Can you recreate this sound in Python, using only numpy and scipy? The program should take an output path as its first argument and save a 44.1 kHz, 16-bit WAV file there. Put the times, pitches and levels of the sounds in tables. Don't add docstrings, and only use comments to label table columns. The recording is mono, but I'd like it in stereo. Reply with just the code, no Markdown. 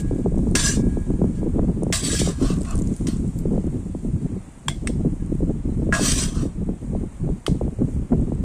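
import sys
import numpy as np
from scipy import signal
from scipy.fft import rfft, irfft, next_fast_len
from scipy.io import wavfile
from scipy.ndimage import uniform_filter1d, map_coordinates

SR = 44100
rng = np.random.default_rng(int(sys.argv[2]) if len(sys.argv) > 2 else 0)


def to_wav(s):
    ch = np.atleast_2d(s).T
    pcm = np.round(np.clip(ch, -1, 1) * 32767)
    wavfile.write(sys.argv[1], SR, pcm.astype(np.int16))


def voltage_ratio(level):
    return 10 ** (np.asarray(level, float) / 20)


N = 372200

# pitch in Hz, level in dB per Hz.
STEEL = [(710, -52), (1200, -28), (1410, -24.5), (1640, -7), (2360, -9.5), (3180, -5.5), (3770, -5),
         (5980, -4), (6510, -6), (8880, -0.5), (11500, -25.5), (12500, -18), (13600, -30), (15000, -24),
         (15600, -38)]
GRIPS = [
    0,
    1.7,
    2.37,
    4.5,
]


def unit(x):
    return x / np.sqrt(np.mean(x ** 2, axis=-1, keepdims=True) + 1e-20)


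def along(points, hz):
    f, v = np.transpose(points)
    return np.interp(np.log(hz + 1), np.log(f + 1), v)


def curves(rows):
    s, *cols = np.transpose(rows)
    return [np.interp(np.arange(N) / SR, s, c) for c in cols]


def wobble(rate):
    knots = rng.standard_normal(int(N * rate / SR) + 4)
    return map_coordinates(knots, [np.arange(N) * rate / SR])


def hump(s, rise, hold, fall):
    out, corners = np.zeros(N), np.cumsum([s, rise, hold, fall])
    span = np.arange(max(int(corners[0] * SR), 0), min(int(corners[-1] * SR), N))
    out[span] = np.interp(span / SR, corners, [0, 1, 1, 0])
    return out


def filtered(x, response):
    m = next_fast_len(x.shape[-1] + 8192)
    return irfft(rfft(x, m) * response(np.fft.rfftfreq(m, 1 / SR)), m)[..., :x.shape[-1]]


def noise(spectrum, channels=1):
    white = rng.standard_normal((channels, N))
    return unit(filtered(white, lambda hz: voltage_ratio(along(spectrum, hz))))


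def pan(db):
    return voltage_ratio([[db / 2], [-db / 2]])


def add(out, s, x):
    start = round(s * SR)
    x = x[..., max(-start, 0):N - start]
    first = max(start, 0)
    out[..., first:start + x.shape[-1] + max(-start, 0)] += x


def resonances(modes, hz, scatter):
    seen = 1 + scatter * rng.normal(0, 1, (len(modes), 2, 1))
    total = 0
    for k, (center, width, db) in enumerate(modes):
        peak = 1j * hz * width / (center * center - hz * hz + 1j * hz * width)
        total = total + (-1) ** k * seen[k] * voltage_ratio(db) * peak
    return total


def plate(hz, modes):
    # pitch in Hz, left over right in dB.
    edge_side = [(1300, 6), (2400, -2.5), (4400, -5), (8100, -0.5), (15000, 2)]
    delay_s = np.array([[0], [.00015]])
    late = np.exp(-2j * np.pi * hz * delay_s) * voltage_ratio(np.array([[.5], [-.5]]) * along(edge_side, hz))
    return late * (1 + voltage_ratio(1.5) * resonances(modes, hz, scatter=0.31))


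def pressure(feels):
    # start in seconds, press-on in seconds, hold in seconds, edge level in dB, belly level in dB.
    strokes = [(0.55, 0.0017, 0.094, -22, -34), (0.594, 0.084, 0.012, -20.5, -48),
               (1.302, 0.061, 0.01, -50.5, -58), (1.928, 0.00085, 0.0099, -17.5, -33),
               (1.992, 0.058, 0.035, -24.5, -50), (2.077, 0.04, 0.047, -25.5, -48),
               (2.168, 0.028, 0.0046, -23.5, -52), (2.231, 0.027, 0.029, -33.5, -42),
               (2.362, 0.066, 0.042, -34.5, -37.5), (2.458, 0.043, 0.025, -44, -45),
               (2.643, 0.005, .005, -47, -43), (2.659, 0.035, 0.016, -46, -38),
               (3.068, .002, 0.015, -39.5, -43.5), (5.927, 0.002, 0.018, -31.5, -25.5),
               (5.934, 0.11, 0.075, -18.5, -39.5), (6.119, 0.077, 0.038, -24, -40),
               (6.299, 0.063, 0.059, -41.5, -44)]
    lift_s, depth_db = .14, 29
    shapes = [hump(s, rise, hold, lift_s) for s, rise, hold, *_ in strokes]
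    gains = []
    for column, share in zip((3, 4), feels):
        gains.append(sum(voltage_ratio(row[column] + share * depth_db * (u - 1)) * np.minimum(u * 10, 1)
                         for row, u in zip(strokes, shapes)))
    return gains


def catching_grit():
    grit = rng.standard_normal((3, N)) * voltage_ratio(0.28 * wobble(900) + 0.95 * wobble(150) + 0.81 * wobble(50))
    grit = 0.62 * grit[0] + 1.38 * grit[1:]
    z = signal.stft(grit, SR, nperseg=1024)[2]
    field = rng.standard_normal(z.shape[1:])
    field = uniform_filter1d(uniform_filter1d(field, size=2, axis=0), size=5, axis=1)
    return signal.istft(z * voltage_ratio(3.8 * field / field.std()), SR, nperseg=1024)[1][:, :N]


def scrape():
    # pitch in Hz, width in Hz, level in dB.
    plates = [
        [(1634, 63, 4), (3000, 59, -10), (4470, 49, -9), (5600, 51, -3), (6010, 160, 0), (6760, 58, -4),
         (7240, 110, 2), (8600, 50, 4), (9850, 43.8, -2), (10500, 38, -15)],
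        [(1626, 67, -5), (1942, 28, 4), (3190, 63, 0), (4560, 50, 5.5), (5740, 180, -13), (6760, 110, -5),
         (7490, 400, -6), (7960, 170, 4), (8290, 61, -9), (8820, 100, 2.5)],
        [(3100, 100, 2.5), (3700, 19.3, -8), (4320, 136, 4), (5700, 54, -12), (7100, 140, -13), (8800, 440, -4)],
        [(1610, 56.5, -6), (2670, 39.5, -7), (3200, 60, 0), (4198, 93, -18), (5860, 250, -1), (7300, 130, -8),
         (7710, 60, 1), (7850, 29, -11), (8830, 64, -11), (9050, 53, -11), (10600, 120, -14)],
    ]
    # pitch in Hz, width in Hz, level in dB.
    belly_modes = [(661, 81, 3), (970.4, 165, -5.5), (1135, 250, -2.5), (1560, 24, 2), (2640, 211, 0)]
    grit = catching_grit()
    spells = np.split(grit, np.multiply(GRIPS[1:], SR).astype(int), axis=1)
    edge = np.hstack([unit(filtered(x, lambda f: voltage_ratio(along(STEEL, f)) * plate(f, modes)))
                      for x, modes in zip(spells, plates)])

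    def hollow(f):
        band = f ** 4 / (f ** 4 + 140.0 ** 4) / (1 + (f / 1900) ** 4)
        return resonances(belly_modes, f, scatter=0.29) * band

    belly = unit(filtered(grit + 0.41 * grit[::-1], hollow))
    edge_gain, belly_gain = pressure((1, 0.86))
    return edge_gain * edge + belly_gain * belly


def blade():
    # start in seconds, level in dB, time to fall 60 dB in seconds.
    landings = [(-.2, -45, 1.54), (0.552, -24.5, 0.27), (0.637, -43, 1.6), (1.37, -55.5, 0.55),
                (1.929, -34.5, 0.29), (2.101, -30.5, 0.15), (2.151, -25.5, 0.064), (2.19, -56, 0.39),
                (2.3, -50.5, 0.77), (5.925, -12, 0.2), (5.932, -24, 0.18), (5.2, -56, 0.26)]
    # pitch in Hz, level in dB, share of the ring time.
    touching = [(662, -18, .6), (1447, -5, .25), (1534, -9, .2), (1653, 0, 1), (1790, -8, .2),
                (1879, -12, .5), (2638, -18, .6)]
    # pitch in Hz, level in dB, share of the ring time.
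    lifted = [(1098, -14, 1.2), (1593, -11, 1), (1653, 0, 1), (2299, -10, 1.2), (3230, -24, .8)]
    out, t = np.zeros((2, N)), np.arange(SR) / SR
    for s, db, t60 in landings:
        waver = np.cumsum(rng.normal(0, .008, len(t)))
        for hz, mode_db, share in lifted if t60 > .4 else touching:
            phase = 2 * np.pi * hz * t + rng.normal(0, 0.15, (2, 1)) + waver
            fade = voltage_ratio(db + mode_db - 60 * t / (t60 * share)) * (1 - np.exp(-t / 0.00057))
            add(out, s, fade * np.sin(phase))
    return out * voltage_ratio(1.3 * wobble(25))


def bowl_ring(t):
    # pitch in Hz, level in dB, time to fall 60 dB in seconds.
    rim = [(673, -2, .12), (1583, -8, .1), (2115, 0, .14), (3370, -3, .15), (7402, -1, .08), (8300, -7, .1),
           (8960, -6, .1)]
    ring = sum(voltage_ratio(level + rng.normal(0, 3, (2, 1)) - 60 * t / life) * np.sin(2 * np.pi * hz * t)
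               for hz, level, life in rim)
    return ring * uniform_filter1d(rng.normal(0.041, 1, (2, len(t))), size=250) * 13


def contact(low_db, side_db, ring_db, crack_t60, tail_db, spot):
    # pitch in Hz, level in dB per Hz.
    thud = [(350, -40), (700, -15), (1100, 13), (1900, 3.5), (3300, -2), (6000, -47)]
    t = np.arange(SR // 3) / SR

    def color(f):
        steel_and_thud = voltage_ratio(along(STEEL, f)) + voltage_ratio(low_db + along(thud, f))
        return steel_and_thud * (1 + voltage_ratio(13.0) * resonances(spot, f, scatter=0.21))

    burst = unit(filtered(rng.standard_normal(len(t)) + 0.81 * rng.standard_normal((2, len(t))), color))
    crack = (1 - np.exp(-(t / 0.001) ** 2)) * voltage_ratio(-60 * t / crack_t60) * burst
    echo = rng.standard_normal((2, len(t)))
    tail = unit(filtered(echo, lambda f: voltage_ratio(along(STEEL, f)) * plate(f, spot)))
    tail *= voltage_ratio(tail_db - 60 * t / 0.36) + voltage_ratio(-20 - 60 * t / 0.063)
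    ring = voltage_ratio(tail_db + ring_db) * bowl_ring(t)
    return pan(side_db) * (crack + (1 - np.exp(-t / 0.00022)) * (tail + ring))


def wok_blows():
    # start in seconds, peak in dB, low part in dB, left over right in dB.
    hits = [
        (0.5531, -4, -26, -0.5),
        (1.926, -8.5, -14, 2),
        (2.649, -33.5, -6, -6),
        (3.07, -21.5, -45, -4),
        (5.9245, -23, -9, -8),
        (5.9392, -15.5, -13, -5),
        (5.949, -15, -6, -8),
    ]
    # pitch in Hz, width in Hz, level in dB.
    wok_spots = [
        [(1890, 110, -2), (2710, 150, 5.5), (5640, 110, -1), (7250, 84, 4.5), (7600, 83, -13), (8800, 110, -2)],
        [(1940, 77, 4.5), (2600, 110, 4), (5650, 100, -1), (6200, 95, -2), (6800, 110, -1), (8630, 110, -4)],
    ]
    out = np.zeros((2, N))
    for s, db, low_db, side_db in hits:
        spot = wok_spots[s > GRIPS[1]]
        hit = contact(low_db, side_db, ring_db=-10.5, crack_t60=0.035, tail_db=-12, spot=spot)
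        add(out, s - .001, voltage_ratio(db - 4.5) * hit)
    return out


def bowl_taps():
    # start in seconds, peak in dB, low part in dB, left over right in dB, ring over tail in dB.
    taps = [
        (3.085, -19, -37, 0, -9),
        (4.6834, -4.5, -9.5, 2, 13),
        (4.8732, -7.5, -9, -1.5, -3),
        (7.465, -6.5, -17.5, -0.5, -2),
    ]
    # pitch in Hz, width in Hz, level in dB.
    tap_spots = [
        [(2767, 33, -11), (5480, 22.6, -1), (7864, 38, 4), (8630, 81, -4), (9130, 110, -2)],
        [(658, 120, 7), (1653, 72, 5.5), (2190, 100, -3), (3270, 110, 4.5), (7420, 120, 3.5), (8720, 100, -13),
         (10830, 130, -23)],
        [(1270, 112, -12), (1944, 119, 7.5), (2240, 84, -1), (2650, 110, 7.5), (3150, 81, -12), (5300, 88, 4),
         (8300, 290, 1.5)],
        [(1077, 92, 11), (3110, 153, 4), (4340, 510, -19), (5395, 200, -6.5), (6300, 120, -25),
         (7200, 110.5, -18), (9030, 147, -11)],
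    ]
    out = np.zeros((2, N))
    for (s, db, low_db, side_db, ring_db), spot in zip(taps, tap_spots):
        tap = contact(low_db, side_db, ring_db, crack_t60=0.019, tail_db=-29, spot=spot)
        add(out, s - .001, voltage_ratio(db - 4.5) * tap)
    return out


def fizz():
    # time in seconds, level in dB.
    fry = [(0, -35), (.035, -51), (.3, -54), (.5, -51), (1, -51.5), (1.6, -56), (2, -53), (2.6, -48.5),
           (3, -49), (3.3, -52.5), (3.6, -53.5), (4.5, -55.5), (5.5, -56), (6.6, -56.5), (7.6, -55),
           (8.44, -57)]
    # pitch in Hz, level in dB per Hz.
    fizz_color = [(3500, -12), (5200, -13), (6500, -6.5), (8000, -1.5), (9200, -2), (10300, -17),
                  (12500, -22), (14000, -26), (16500, -60)]
    # pitch in Hz, left over right in dB.
    fizz_side = [(5000, -1.5), (7000, -9), (8500, -5), (9600, 13.5), (12500, -4.5)]
    crowd = rng.standard_normal((2, N)) * voltage_ratio(1.8 * wobble(1500) + .7 * wobble(12))
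    halves = np.array([[0.5], [-0.5]])
    bubbles = filtered(crowd, lambda hz: voltage_ratio(along(fizz_color, hz) + halves * along(fizz_side, hz)))
    return voltage_ratio(curves(np.vstack(fry))[0] + 0.5) * bubbles / bubbles.std()


def spits():
    # start in seconds, peak in
    # dB, pitch in Hz, left over right in dB.
    pops = [(0.358, -41, 8100, -16), (0.3832, -32, 8140, -4), (0.5132, -30, 9150, 3),
            (1.1034, -39, 8990, 5), (1.8345, -26, 9050, -2), (2.541, -30, 7000, -8),
            (3.1428, -42, 7910, -5), (3.1702, -34, 7900, -8), (3.2789, -34, 7710, -3),
            (3.3892, -27, 7490, -6), (3.3894, -34, 12480, 2), (3.5286, -40, 8800, 4),
            (3.6681, -41, 7120, -8), (5.263, -39, 8630, 2), (5.3526, -41, 9330, 8), (8.2122, -42, 7990, -3),
            (8.3499, -41, 7870, -1.5),
            (2.587, -35, 7780, -9), (2.61, -29, 8115, -10), (2.6177, -26.5, 8100, -9),
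               (2.633, -28, 7400, -5.5), (2.65, -31, 8940, -1.5), (2.6873, -34, 7380, -4.5),
               (2.71, -23, 7310, -10), (2.7558, -20, 8620, -1), (2.769, -32, 8000, -4),
               (2.797, -29, 8500, -4), (2.94, -32, 6800, -4), (2.779, -25, 8810, -1),
               (2.7902, -27, 7300, -7), (2.821, -24, 7300, -8), (2.8444, -41, 7560, -3.5),
               (2.874, -27, 6794, -9), (2.9277, -47, 6000, -3.5), (2.928, -33, 7550, -6),
               (2.965, -24.5, 9400, -1), (3.0116, -38, 9230, -2.5)]
    out, t = np.zeros((2, N)), np.arange(SR // 20) / SR
    shape = (1 - np.exp(-t / 0.00024)) * (voltage_ratio(-60 * t / 0.0046) + voltage_ratio(-23.0 - 60 * t / 0.038))
    for s, db, hz, side_db in pops:
        pop = np.sin(2 * np.pi * hz * t + rng.normal(0, 1, (2, 1))) + 1.04 * rng.standard_normal((2, len(t)))
        top = max(10500, 1.1 * hz)
        pop = filtered(shape * pop, lambda f: f ** 4 / (f ** 4 + 5200.0 ** 4) / (1 + (f / top) ** 14))
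        add(out, s - .0005, pan(side_db) * voltage_ratio(db + 5.5) * pop)
    return out


def buffeting():
    # time in seconds, strength in dB.
    strength = [(0, -23), (1.6, -23), (2.1, -26), (2.55, -22), (3.4, -25), (4.2, -27), (4.8, -30),
                (5.05, -23), (5.5, -26), (6.1, -22.5), (6.9, -27), (7.5, -22), (8.44, -25.5)]
    # deepest calm in seconds, depth in dB, dying in seconds.
    lulls = [(0.178, 5, 0.04), (.238, 10, 0.031), (.31, 5, 0.031), (.73, 6, 0.029), (1.179, 7.5, 0.034),
             (1.34, 6, 0.059), (1.925, 7, 0.04), (2.351, 6.5, 0.017), (3.333, 9, 0.043), (3.848, 6, 0.048),
             (4.21, 10, 0.042), (5.97, 9, 0.043), (7.599, 11.5, 0.076), (1.06, 6, 0.034), (1.76, 6, 0.06),
             (2.009, 7, 0.091), (2.692, 12, 0.0998), (2.976, 10.5, 0.073), (3.63, 8, 0.04),
             (4.014, 8.5, 0.076), (4.29, 8.5, 0.071), (4.514, 18, 0.17), (4.638, 18, 0.1396),
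             (4.746, 8, 0.031), (5.191, 9.5, 0.12), (5.636, 12, 0.047), (6.318, 13, 0.06),
             (6.529, 17, 0.084), (6.787, 18.5, 0.1), (7.166, 25, 0.12), (7.448, 29.5, 0.11),
             (7.751, 19.5, 0.078), (7.92, 10, 0.072), (8.087, 18.5, 0.091)]
    # peak in seconds, rise in dB.
    gusts = [(0.123, 5), (.53, 3), (0.779, 4), (1.14, 5), (1.38, 3), (1.699, 5), (2.061, 4), (2.16, 3),
             (3.05, 4.5), (3.131, 5), (3.27, 7.5), (3.54, 5), (3.77, 6.5), (4.158, 8), (4.251, 4),
             (4.36, 6.5), (4.67, 8), (5.12, 5), (5.43, 3), (5.49, 5.5), (5.832, 5), (6.05, 3.5),
             (6.61, 3.5), (7.218, 7.5), (7.498, 5.5), (7.819, 7), (8.129, 10), (8.176, 4), (8.219, 8)]
    # pitch in Hz, level in dB per Hz.
    eddy_color = [(40, -45), (100, -1.5), (180, 0.5), (300, -8.5), (500, -25), (800, -43), (1300, -45),
                  (2000, -120)]
    # pitch in Hz, level in dB per Hz.
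    heave_color = [(8, -40), (22, 2.5), (40, 0.5), (80, -1.5), (130, -22), (220, -11), (400, -98)]
    gust_s = .04
    strength_db = curves(strength)[0]
    lull_db = sum(db * hump(s - dying, dying, 0, .5 * dying) for s, db, dying in lulls)
    gust_db = sum(db * hump(s - gust_s, gust_s, 0, gust_s) for s, db in gusts)
    flutter_db = strength_db - lull_db + gust_db
    lumps = 1.6 * wobble(35) + 2.5 * wobble(80)
    speed = np.clip(voltage_ratio(.06 * (flutter_db + 25) + .4 * lumps + 1.2 * wobble(60)), .55, 1.6)
    flutter = map_coordinates(noise(eddy_color)[0], [np.cumsum(speed) % (N - 2)], order=1)
    flutter = voltage_ratio(flutter_db + 5.5) * unit(voltage_ratio(lumps) * flutter)
    heave_db = strength_db + 5 - 0.94 * lull_db
    heave = unit(voltage_ratio(1.3 * wobble(14) + 0.5 * lumps) * noise(heave_color)[0])
    return flutter + voltage_ratio(heave_db) * heave


def eddies():
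    # start in seconds, edge level in dB.
    snaps = [(0.112, -1), (0.261, 3), (.275, -17), (0.345, -8), (.376, -5), (0.392, -4), (.471, -6.5),
             (0.972, -1.5), (1.243, 2.5), (1.419, -4.5), (1.431, -3.5), (1.585, -5), (1.593, 2),
             (1.632, -10), (1.686, -12), (1.718, -12.5), (1.823, -3), (1.833, -0.5), (1.868, -1.5),
             (1.902, -2), (2.217, 3), (2.275, 0), (2.443, -5.5), (3.456, -9), (3.52, -12.5), (3.58, -3),
             (3.95, -4), (5.821, -7.5), (5.995, -2.5), (7.278, -16), (7.291, -6.5), (7.481, 3.5),
             (7.613, 0), (7.68, -8.5), (8.321, -2), (8.4385, -7)]
    # start in seconds, body level in dB.
    puffs = [(0.319, -13.5), (0.376, -12), (0.472, -12), (0.772, -8), (0.835, -5), (0.868, -7.5),
             (1.102, -14), (1.137, -8), (1.216, -3), (1.558, -9), (2.13, -10.5), (2.414, -6), (2.503, -7.5),
             (2.751, -15), (2.812, -11.5), (3.454, -10), (3.514, -14), (3.577, -12.5), (3.642, -11.5),
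             (4.048, -10), (5.048, -8.5), (5.405, -12.5), (5.89, -7), (6.223, -12.5), (6.454, -10),
             (6.69, -7), (6.95, -12.5), (7.666, -14.5), (7.787, -18.5), (8.118, -17)]
    out, t = np.zeros(N), np.arange(SR // 10) / SR
    fronts = [(s, db, db - 10) for s, db in snaps] + [(s, db - 39, db) for s, db in puffs]
    for (s, edge_db, body_db), (turn, quick) in zip(fronts, rng.random((len(fronts), 2))):
        turns = 175 * t + (300 + 150 * quick) * 0.00485 * (1 - np.exp(-t / 0.0037))
        fade = voltage_ratio(edge_db + 15.5 - 60 * t / 0.0047) + voltage_ratio(body_db - 60 * t / 0.18)
        shape = (1 - np.exp(-(t / 0.0022) ** 2)) * fade
        stumble = uniform_filter1d(uniform_filter1d(rng.standard_normal(len(t)), size=150), size=150)
        add(out, s - .001, shape * np.cos(2 * np.pi * (turns + turn + .15 * unit(stumble))))
    return out


def sheltered_air():
    # start in seconds, length in seconds, level in dB.
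    veers = [(0.027, 0.61, -34), (0.71, 0.36, -30), (1.143, 0.58, -38), (1.986, 1.0, -35),
             (3.106, 0.47, -50), (3.585, 0.38, -36), (4.866, 0.29, -32), (5.201, 0.45, -35.5),
             (5.741, 0.18, -29), (6.0, 0.28, -34), (6.3, 0.43, -45), (7.09, 0.1, -23), (7.796, 0.2, -28),
             (8.123, 0.4, -33.5)]
    # pitch in Hz, level in dB per Hz.
    lee_color = [(8, -13), (30, 9), (100, -10), (200, -7), (350, -26), (700, -68)]
    reach = sum(voltage_ratio(db) * hump(s, 0.027, length, 0.075) ** 2 for s, length, db in veers)
    return voltage_ratio(-1.5) * reach * unit(voltage_ratio(2.0 * wobble(9.5) + 4.5 * wobble(38)) * noise(lee_color)[0])


def wind():
    port = filtered(buffeting() + eddies(), lambda f: 1 / (1 + (f / 1450) ** 6))
    return np.array([port, sheltered_air()])


def burner():
    # pitch in Hz, level in dB per Hz.
    roar = [(60, -5), (250, 0.5), (450, -3.5), (1000, -8), (1500, -15), (2200, -16), (3200, -24),
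            (5000, -31), (8000, -43), (12000, -61)]
    return voltage_ratio(-47.5) * voltage_ratio(.8 * wobble(3)) * noise(roar, channels=2)


def bird():
    # time in seconds, pitch in Hz, level in dB.
    chirp = [
        (5.57, 3950, -90),
        (5.61, 4030, -70),
        (5.71, 4040, -69),
        (5.75, 3990, -74),
        (5.81, 4020, -90),
    ]
    hz, db = curves(chirp)
    return voltage_ratio(db + 2.6 * wobble(40)) * np.sin(2 * np.pi * np.cumsum(hz) / SR)


def scene():
    food = scrape() + blade() + wok_blows() + bowl_taps() + fizz() + spits()
    return food + wind() + burner() + bird()


def starve(x):
    # pitch in Hz, share of narrow bands lost.
    calm_loss = [(900, 0), (2500, .04), (3200, .3), (4900, .32), (5900, .06), (9300, .04), (10300, .5),
                 (11500, .6), (13000, .7), (14000, .92), (15000, .99)]
    # pitch in Hz, share of wide bands lost.
    loud_loss = [(1500, .03), (9700, .03), (10200, .5), (10700, .35), (11100, .85), (11700, .85),
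                 (12200, .55), (12800, .55), (13200, .92), (13800, .85), (14300, .62), (15000, .68),
                 (15150, 1)]
    frame, grid = 1024, 733
    bins = np.arange(frame)
    hz = (bins + .5) * SR / (2 * frame)
    window = signal.get_window("cosine", 2 * frame, fftbins=False)
    angles = np.pi / frame * np.outer(np.arange(2 * frame) + (frame + 1) / 2, bins + .5)
    basis = np.cos(angles) * window[:, None] * np.sqrt(2 / frame)
    lead = 2 * frame - grid
    hops = np.pad(x, ((0, 0), (lead, 2 * frame - (N + lead) % frame))).reshape(2, -1, frame)
    z = np.concatenate([hops[:, :-1], hops[:, 1:]], axis=2) @ basis
    treble = np.sum(z[..., hz > 2000] ** 2, axis=(0, 2))[:, None]
    loud = treble > 3 * np.median(treble)
    no_attack = treble < 8 * np.roll(treble, 1)
    luck = rng.random((len(treble), frame))
    wide = luck[:, (40 * np.log(bins + 1)).astype(int)]
    narrow = luck[::2].repeat(2, axis=0)[:len(luck), bins // 4]
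    luck = np.where(loud, wide, narrow)
    lost = np.where(loud, along(loud_loss, hz), along(calm_loss, hz)) * no_attack
    back = (z * (luck >= lost) / np.sqrt(np.maximum(1 - lost, .05))) @ basis.T
    joined = back[:, 1:, :frame] + back[:, :-1, frame:]
    return joined.reshape(2, -1)[:, lead - frame:lead - frame + N]


def band_limit(x):
    return signal.sosfilt(signal.butter(12, 16410, fs=SR, output="sos"), x)


def record(dry):
    loud = dry / (1 + np.abs(dry / 0.65) ** 6) ** (1 / 6)
    narrow = filtered(loud, lambda hz: 1 / (1 + (hz / 15800) ** 40))
    return band_limit(starve(narrow))


dry = scene()
out = record(dry)
to_wav(out)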